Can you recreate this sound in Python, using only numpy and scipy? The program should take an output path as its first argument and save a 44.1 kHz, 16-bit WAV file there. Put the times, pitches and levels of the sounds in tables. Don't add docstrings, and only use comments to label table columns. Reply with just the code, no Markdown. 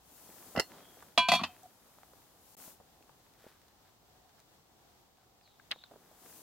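import sys
import numpy as np
from scipy import signal
from scipy.fft import rfft, irfft
from scipy.io import wavfile

SR = 44100
rng = np.random.default_rng(int(sys.argv[2]) if len(sys.argv) > 2 else 0)


def transcribe(signal):
    frames = np.atleast_2d(signal).T
    limited = np.clip(frames, -1, 1)
    pcm = np.round(limited * 32767).astype(np.int16)
    wavfile.write(sys.argv[1], SR, pcm)


N = 283116
T = np.arange(N) / SR
RING_T = T[:16384]

# (time [s], ring level [dB], contact place [0 edge - 1 base],
# clatter level [dB], clatter T60 [s], contact cut-off [Hz], table thump level [dB],
# pitch of the support that is hit [Hz], support level [dB])
PAN_BLOWS = [(1.1766, 1.5, 0.023, -18.5, 0.086, 6600, -37.5, 943, -22),
             (1.286, 3, 0.79, -22, 0.062, 9600, -37, 2486, -18.5),
             (1.3176, 2.5, 0.97, -18, 0.043, 10000, -35, 2000, -19.5),
             (1.3229, -12, 0.18, -35, 0.079, 7000, -40.5, 688, -19),
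             (1.3365, 1.5, 1, -25.5, 0.053, 9000, -38.5, 777, -20.5),
             (1.3519, -1, 0.99, -28.5, .065, 9000, -40.5, 2620, -26),
             (1.393, -25, 0.17, -38, 0.19, 2000, -48, 1115, -26),
             (1.413, -17.5, 0.47, -56, 0.052, 1510, -35.5, 203, -36),
             (1.4346, -26, 0.37, -28, 0.081, 4660, -52, 2600, -28.5)]
# (frequency [Hz], level [dB], T60 [s])
TABLE_MODES = [(88.9, -11.5, 0.24), (173, -1.5, 0.14), (231, -0.5, 0.13), (275, -7.5, .08), (325, -7, .07)]
# (frequency [Hz], side minus mid [dB])
NEAR_SIDE = [(80, -9), (250, -12.5), (800, -12), (2400, -8), (4400, -0.5), (8000, 0.5), (15000, -0.5)]


def undb(db):
    return 10 ** (np.asarray(db) / 20)


def panned(db):
    return undb(np.array([[db], [-db]]) / 2)


def add(out, s, x):
    i = int(s * SR)
    out[:, i:i + x.shape[1]] += x[:, :N - i]


def fade(t60):
    return undb(-60 * RING_T / t60)


def shape(points, hz):
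    f, db = np.transpose(points)
    return undb(np.interp(np.log(hz + 1), np.log(f + 1), db))


def resonance(hz, centre_hz, width_hz):
    return 1 / np.sqrt(1 + ((hz ** 2 - centre_hz ** 2) / (width_hz * hz + 1)) ** 2)


def contact(hz, cut_hz):
    return 1 / np.sqrt(1 + (hz / cut_hz) ** 4)


def radiated(x, low_hz):
    return signal.sosfilt(signal.butter(3, low_hz, "high", fs=SR, output="sos"), x)


def pressed(x, rise_s):
    return x * (1 - np.exp(-RING_T[:x.shape[1]] / rise_s))


def noise(size, gain, width):
    hz = np.arange(size // 2 + 1) * SR / size
    mid, side = np.exp(2j * np.pi * rng.random((2, len(hz))))
    side_share = shape(width, hz)
    spectrum = gain(hz) * (mid + side_share * side * np.array([[1], [-1]]))
    x = irfft(spectrum, size)
    return x / np.std(x.mean(axis=0))


def burst(gain, t60):
    envelope = fade(t60)
    x = noise(len(RING_T), gain, NEAR_SIDE) * envelope
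    return x * np.sqrt(np.sum(envelope ** 2) / np.sum(x.mean(axis=0) ** 2))


def ring(modes, cut_hz, damping=1):
    detune = 1 + 0.0063 * rng.standard_normal(len(modes))
    x = 0
    for k, (hz, db, t60) in enumerate(modes):
        strength = (-1) ** k * undb(db) * contact(hz, cut_hz)
        x = x + strength * fade(t60 / damping) * np.sin(2 * np.pi * hz * detune[k] * RING_T)
    return radiated(x, .75 * modes[0][0])[None]


def flutter(rate, depth_db):
    steps = rng.standard_normal(int(N / SR * rate) + 2)
    return undb(depth_db * np.interp(T * rate, np.arange(len(steps)), steps))


def swells(rows):
    squareness = 2.3
    power = 0
    for s, length, db in rows:
        distance = np.abs(2 * (T - s) / length) ** squareness
        power = power + undb(2 * db) * np.exp(-np.minimum(distance, 100))
    return np.sqrt(power)


def grains(per_s, gain, channels=1):
    clicks = (rng.random(N) < per_s / SR) * rng.standard_normal((channels, N))
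    x = irfft(rfft(clicks) * gain(np.arange(N // 2 + 1) * SR / N), N)
    return x / np.std(x)


def background():
    # (frequency [Hz], relative level [dB])
    wood_colour = [(20, -15.5), (55, 3.5), (120, 2), (200, -0.5), (400, -2.5), (600, -4), (760, -1.5),
                   (1050, -5.5), (1500, -11), (2400, -16), (3500, -13.5), (7500, -16.5), (10000, -22),
                   (14000, -17.5)]
    # (frequency [Hz], side minus mid [dB])
    far_side = [(60, -7), (110, -11), (200, -6.5), (380, -3), (700, -6.5), (1290, -1.5), (2380, 1),
                (4400, 1.5), (8120, 0), (15000, -0.5)]
    air = undb(-67) * flutter(11, 1.0) * noise(N, lambda hz: shape(wood_colour, hz), far_side)
    drone_hz, drone_width_hz, drone_db = 742, 120, -79
    hum = noise(N, lambda hz: resonance(hz, drone_hz, drone_width_hz) ** 2, far_side)
    return air * panned(.8) + undb(drone_db) * flutter(8, 3) * hum


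def sleeves(crinkles_per_s=60, crinkle_db=-11, crinkle_hz=1700, crinkle_width_hz=1500):
    # (middle [s], length [s], rustle level [dB], hiss level [dB])
    swell_rows = [(0.196, .22, -68, -61.5), (0.46, 0.38, -60, -58), (.765, .13, -56.5, -67),
                  (0.972, 0.29, -63.5, -64.5), (1.5, 0.32, -64.5, -67.5), (2.05, .9, -70.5, -69.5),
                  (2.51, 0.15, -80.5, -65.5), (2.648, 0.13, -61.5, -54.5), (3.1, 0.99, -74.5, -76.5),
                  (3.463, 0.12, -71, -73), (6.13, 0.37, -68, -71), (6.345, 0.22, -64, -58)]
    # (frequency [Hz], relative level [dB])
    rustle_colour = [(59, -38), (100, -12), (241, -2.5), (300, -4), (854, -6.5), (1480, -12.5), (2760, -24),
                     (3200, -18), (8000, -30.5), (10400, -58), (17600, -120)]
    # (frequency [Hz], relative level [dB])
    hiss_colour = [(1470, -38.5), (2500, -6.5), (3150, -9.5), (3560, -9), (6870, -2), (8860, -2.5),
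                   (14300, 0.5), (15800, -2.5)]
    rustle_swell = swells([(s, length, db) for s, length, db, _ in swell_rows])
    hiss_swell = swells([(s, length, db) for s, length, _, db in swell_rows])
    rustle = flutter(70, 1.5) * noise(N, lambda hz: shape(rustle_colour, hz), NEAR_SIDE)
    crinkle_colour = lambda hz: resonance(hz, crinkle_hz, crinkle_width_hz) ** 2
    crinkle = undb(crinkle_db) * grains(crinkles_per_s, crinkle_colour)
    treble_hiss = hiss_swell * noise(N, lambda hz: shape(hiss_colour, hz), NEAR_SIDE)
    return rustle_swell * (rustle + crinkle) + treble_hiss * panned(4.5)


def knocks():
    # (time [s], level [dB], centre [Hz], T60 [s])
    knock_rows = [(.292, -51, 313, .04), (.552, -39.5, 597, 0.097), (.971, -51.5, 600, .04),
                  (1.0245, -49, 1080, 0.045), (1.985, -50.5, 1030, 0.017), (2.033, -48.5, 690, 0.016),
                  (2.135, -49.5, 690, 0.012), (2.678, -49, 600, 0.039), (2.801, -51, 520, .045),
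                  (3.008, -58.5, 403, .049), (3.094, -51, 684, .02), (3.442, -53.5, 560, .039),
                  (3.466, -45, 500, 0.026), (5.76, -52, 602, 0.032), (5.912, -50, 595, 0.083),
                  (5.937, -52.5, 520, 0.043), (5.957, -50, 470, 0.046), (6.114, -56, 560, .035),
                  (6.256, -55.5, 380, 0.073)]
    width = 0.88
    out = np.zeros((2, N))
    for s, db, centre_hz, t60 in knock_rows:
        colour = lambda hz: resonance(hz, centre_hz, width * centre_hz) * contact(hz, 1.46 * centre_hz)
        add(out, s, undb(db) * burst(colour, t60))
    return out * panned(-.8)


def kettle(rise_s=0.0011, tail_db=-17):
    # (time [s], ring level [dB], rattle level [dB], contact cut-off [Hz],
    # table thump level [dB])
    kettle_blows = [(.5615, -10, -25.5, 2190, -51), (.5722, 16.5, -23, 500, -20),
                    (.576, -11, -25.5, 2800, -32), (.589, 7, -24, 1320, -43),
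                    (.5963, 1.5, -18.5, 11000, -39)]
    # (frequency [Hz], level [dB], T60 [s])
    kettle_modes = [(544, -42, 0.054), (654, -24, 0.015), (870, -39, 0.02), (1344, -35, 0.035),
                    (1963, -27.5, .04), (2770, -38, 0.071), (4250, -41.5, 0.17), (4520, -40.5, 0.037),
                    (5210, -32, 0.044)]
    # (frequency [Hz], relative level [dB])
    rattle_colour = [(120, -43.5), (200, -11), (702, -4), (1170, -15), (1300, -7), (1840, -11), (2020, 3),
                     (2380, -33), (2800, 0.5), (3300, -23), (5200, -7), (5800, -16.5), (15500, -26)]
    out = np.zeros((2, N))
    for s, ring_db, rattle_db, cut_hz, thump_db in kettle_blows:
        colour = lambda hz: shape(rattle_colour, hz) * contact(hz, cut_hz)
        rattle = undb(rattle_db) * (burst(colour, 0.033) + undb(tail_db) * burst(colour, 0.12))
        thump = undb(thump_db) * ring(TABLE_MODES, cut_hz, damping=3.6)
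        body = undb(ring_db) * ring(kettle_modes, cut_hz)
        add(out, s, pressed(body + rattle + thump, rise_s))
    return out * panned(-1.7)


def squeak(centre_hz=3280, width_hz=260):
    # (middle [s], length [s], level [dB])
    squeak_rows = [(.87, .19, -71)]
    tone = noise(N, lambda hz: resonance(hz, centre_hz, width_hz) ** 2, NEAR_SIDE)
    return swells(squeak_rows) * flutter(40, 2.3) * tone


def ticks():
    # (time [s], level [dB], centre [Hz])
    tick_rows = [(1.026, -57, 6500), (1.632, -55, 7000), (3.025, -61, 2000), (3.337, -62.5, 2500),
                 (3.616, -61, 1800), (3.682, -63, 1490), (4.293, -63, 2500), (4.401, -59.5, 4000),
                 (5.172, -66, 1900)]
    t60_s, width = 0.02, 1.2
    out = np.zeros((2, N))
    for s, db, centre_hz in tick_rows:
        add(out, s, undb(db) * burst(lambda hz: resonance(hz, centre_hz, width * centre_hz), t60_s))
    return out


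def seating(load_power=1.6):
    rocks_s, flat_s = 1.295, 1.398
    rocking_db_per_s = 58
    choke_db_per_s, choke_s = 720, 0.034
    touch_s = PAN_BLOWS[0][0]
    load = np.clip((T - touch_s) / (flat_s - touch_s), 0, 1) ** load_power
    choke = (T > flat_s) * np.exp(-np.abs(T - flat_s) / choke_s)
    return load, rocking_db_per_s * (T > rocks_s) + choke_db_per_s * choke


def shimmer(count=70):
    low_hz, high_hz, t60_s = 5200, 15200, .19
    low_db, db_per_octave = -55, -8
    x = 0
    for spot, left, right in rng.random((count, 3)):
        hz = low_hz + spot * (high_hz - low_hz)
        db = low_db + db_per_octave * np.log2(hz / low_hz)
        x = x + undb(db) * np.sin(2 * np.pi * (hz * RING_T + np.array([[left], [right]])))
    return x * fade(t60_s)


def pan(rise_hz=40, right_lead_s=.00002):
    # (frequency [Hz], level struck at the edge [dB], level struck at the base [dB],
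    # T60 [s], left minus right [dB])
    pan_modes = [(689, -18, -22, .1, .4), (1003, -22.5, -35, .4, .6), (1125, -43, -48, .15, 0),
                 (1225, -37, -45, .11, 0), (1556, -41, -48, 1.2, -1.5), (2386, -26, -41, .42, .4),
                 (2604, -35, -34, .3, -1), (2910, -31, -43, .28, 1.3), (2993, -36, -47, .28, -10),
                 (3192, -49, -49, .25, 0), (3338, -20, -33, .19, -2), (3461, -41, -41, .11, 0),
                 (3564, -50, -46, .3, 0), (3662, -45, -39, .22, -12), (4061, -29, -43, .17, -7),
                 (4371, -39, -33, .36, 2), (4704, -43, -39, .22, 1), (4926, -39, -42, .11, 0),
                 (5511, -53, -49, .18, 0), (6557, -54, -50, .2, 0), (6724, -45, -50, .1, 0),
                 (7246, -51, -56, .21, 0)]
    out = np.zeros((2, N))
    load, damping = seating()
    upper_modes = shimmer()
    for s, ring_db, place, *_ in PAN_BLOWS:
        after = slice(int(s * SR), int(s * SR) + len(RING_T))
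        choke = undb(ring_db - np.cumsum(damping[after]) / SR)
        add(out, s, choke * upper_modes)
        for hz, edge_db, base_db, t60, pan_db in pan_modes:
            pitch = hz + rise_hz * load[after] * (pan_modes[0][0] / hz) ** 3
            phase = 2 * np.pi * (np.cumsum(pitch) / SR + hz * right_lead_s * np.array([[0], [1]]))
            db = edge_db + place * (base_db - edge_db)
            polarity = rng.choice([-1, 1])
            add(out, s, polarity * undb(db) * panned(pan_db) * choke * fade(t60) * np.sin(phase))
    return out


def stove(rise_s=0.0013, tail_db=-26, grit_db=-19, support_t60=0.055):
    # (frequency [Hz], relative level [dB])
    plate_colour = [(50, -50), (170, -19), (300, -16), (500, -42), (680, -13), (1200, -8), (1600, -20.5),
                    (2000, -13), (2250, -21.5), (2600, -8.5), (3200, -15.5), (4600, -15), (5600, -22.5),
                    (9000, -28.5), (15500, -40.5)]
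    # (frequency [Hz], level relative to the clatter [dB], T60 [s])
    stove_modes = [(654, -7.5, 0.071), (793, -12.5, 0.054), (1197, -10.5, 0.041), (2570, -4.5, .05)]
    out = np.zeros((2, N))
    for s, _, _, clatter_db, t60, cut_hz, thump_db, support_hz, support_db in PAN_BLOWS:
        colour = lambda hz: shape(plate_colour, hz) * contact(hz, cut_hz)
        plates = burst(colour, t60) + undb(tail_db) * burst(colour, .33)
        grit_colour = lambda hz: resonance(hz, 6000, 12000) * contact(hz, 1.6 * cut_hz)
        grit = undb(grit_db) * burst(grit_colour, .028)
        support = ring([(support_hz, support_db, support_t60)], cut_hz)
        body = undb(clatter_db) * (plates + grit + ring(stove_modes, cut_hz))
        thump = undb(thump_db) * ring(TABLE_MODES, cut_hz)
        add(out, s, pressed(body + support + thump, rise_s))
    return out * panned(0.91)


def scrape(slips_per_s=3000):
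    # (middle [s], length [s], level [dB])
    slides = [(1.3, .022, -51), (1.343, .036, -42)]
    return swells(slides) * grains(slips_per_s, lambda hz: resonance(hz, 4800, 4500), channels=2)


def hums(rise_s=.005):
    # (time [s], frequency [Hz], level [dB], T60 [s])
    hum_rows = [(1.44, 2590, -48, 0.26), (1.445, 3130, -45, 0.19), (1.489, 722, -45.5, 0.12),
                (1.632, 727.5, -45, 0.13), (1.655, 710, -41, 0.055)]
    out = np.zeros((2, N))
    for s, hz, db, t60 in hum_rows:
        add(out, s, undb(db) * pressed(ring([(hz, 0, t60)], 2 * hz), rise_s))
    return out


def oil(drops_per_s=1200):
    # (middle [s], length [s], level [dB])
    squirts = [(3.46, 0.13, -64.5), (3.65, 0.16, -76), (3.87, .05, -70), (4.3, 0.029, -75),
               (4.395, 0.027, -67.5), (5.21, .07, -76.5)]
    # (frequency [Hz], relative level [dB])
    oil_colour = [(300, -19.5), (900, -6), (1500, 2), (2500, -7.5), (3800, -6), (7000, -17), (15000, -16)]
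    return swells(squirts) * grains(drops_per_s, lambda hz: shape(oil_colour, hz))


def intake(width_hz=170, spread_hz=650, spread_db=-3):
    # (time [s], hold [s], level [dB], first whistle [Hz], T60 [s])
    draws = [(5.417, 0.034, -67, 5400, 0.74), (5.715, 0.13, -64, 3890, 0.32)]
    rest_hz, sag_s, attack_s = 3680, .036, .012
    out = np.zeros((2, N))
    for s, hold_s, db, first_hz, t60 in draws:
        pitch = rest_hz + (first_hz - rest_hz) * np.exp(-RING_T / sag_s)
        tone = np.sin(2 * np.pi * np.cumsum(pitch) / SR)
        release = np.minimum(fade(t60) * undb(60 * hold_s / t60), 1)
        narrow = noise(len(RING_T), lambda hz: contact(hz, width_hz), NEAR_SIDE)
        wide = noise(len(RING_T), lambda hz: contact(hz, spread_hz), NEAR_SIDE)
        turbulence = narrow + undb(spread_db) * wide
        add(out, s, pressed(undb(db) * release * turbulence * tone, attack_s))
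    return out


def bottle(crack_db=-42, hollow_db=-20, wall_top_hz=4800):
    # (time [s], level [dB], centre [Hz], width [Hz], T60 [s])
    snaps = [(5.412, -62, 2810, 2500, .012), (5.476, -60, 1900, 1800, .014), (5.598, -51, 1607, 500, 0.022),
             (5.7092, -38, 1880, 1500, 0.018), (5.7136, -26.5, 3500, 2200, 0.016),
             (5.718, -28.5, 2940, 1190, 0.015), (5.7215, -33.5, 2060, 1640, 0.03),
             (5.7275, -44.5, 1280, 1980, 0.046), (5.838, -48, 4150, 500, 0.018),
             (5.8383, -51.5, 1210, 400, 0.028)]
    out = intake()
    for s, snap_db, centre_hz, width_hz, t60 in snaps:
        wall = burst(lambda hz: resonance(hz, centre_hz, width_hz) ** 2, t60)
        hollow = undb(hollow_db) * burst(lambda hz: resonance(hz, 650, 700) ** 2, 0.025)
        add(out, s, undb(snap_db) * (wall + hollow))
    out = signal.sosfilt(signal.butter(5, wall_top_hz, fs=SR, output="sos"), out)
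    hardest = max(snaps, key=lambda snap: snap[1])
    add(out, hardest[0], undb(crack_db) * burst(lambda hz: resonance(hz, 8500, 4000), 0.01))
    return radiated(out, 240) * panned(0.512)


def scene():
    cookware = kettle() + squeak() + radiated(pan(), 620) + radiated(stove(), 64) + scrape() + hums()
    return background() + sleeves() + knocks() + cookware + ticks() + oil() + bottle()


def record(dry):
    top_hz = 15850
    gap = (T > 2.552) & (T < 2.568)
    return signal.sosfilt(signal.ellip(10, .2, 70, top_hz, fs=SR, output="sos"), dry * ~gap)


dry = scene()
out = record(dry)
transcribe(out)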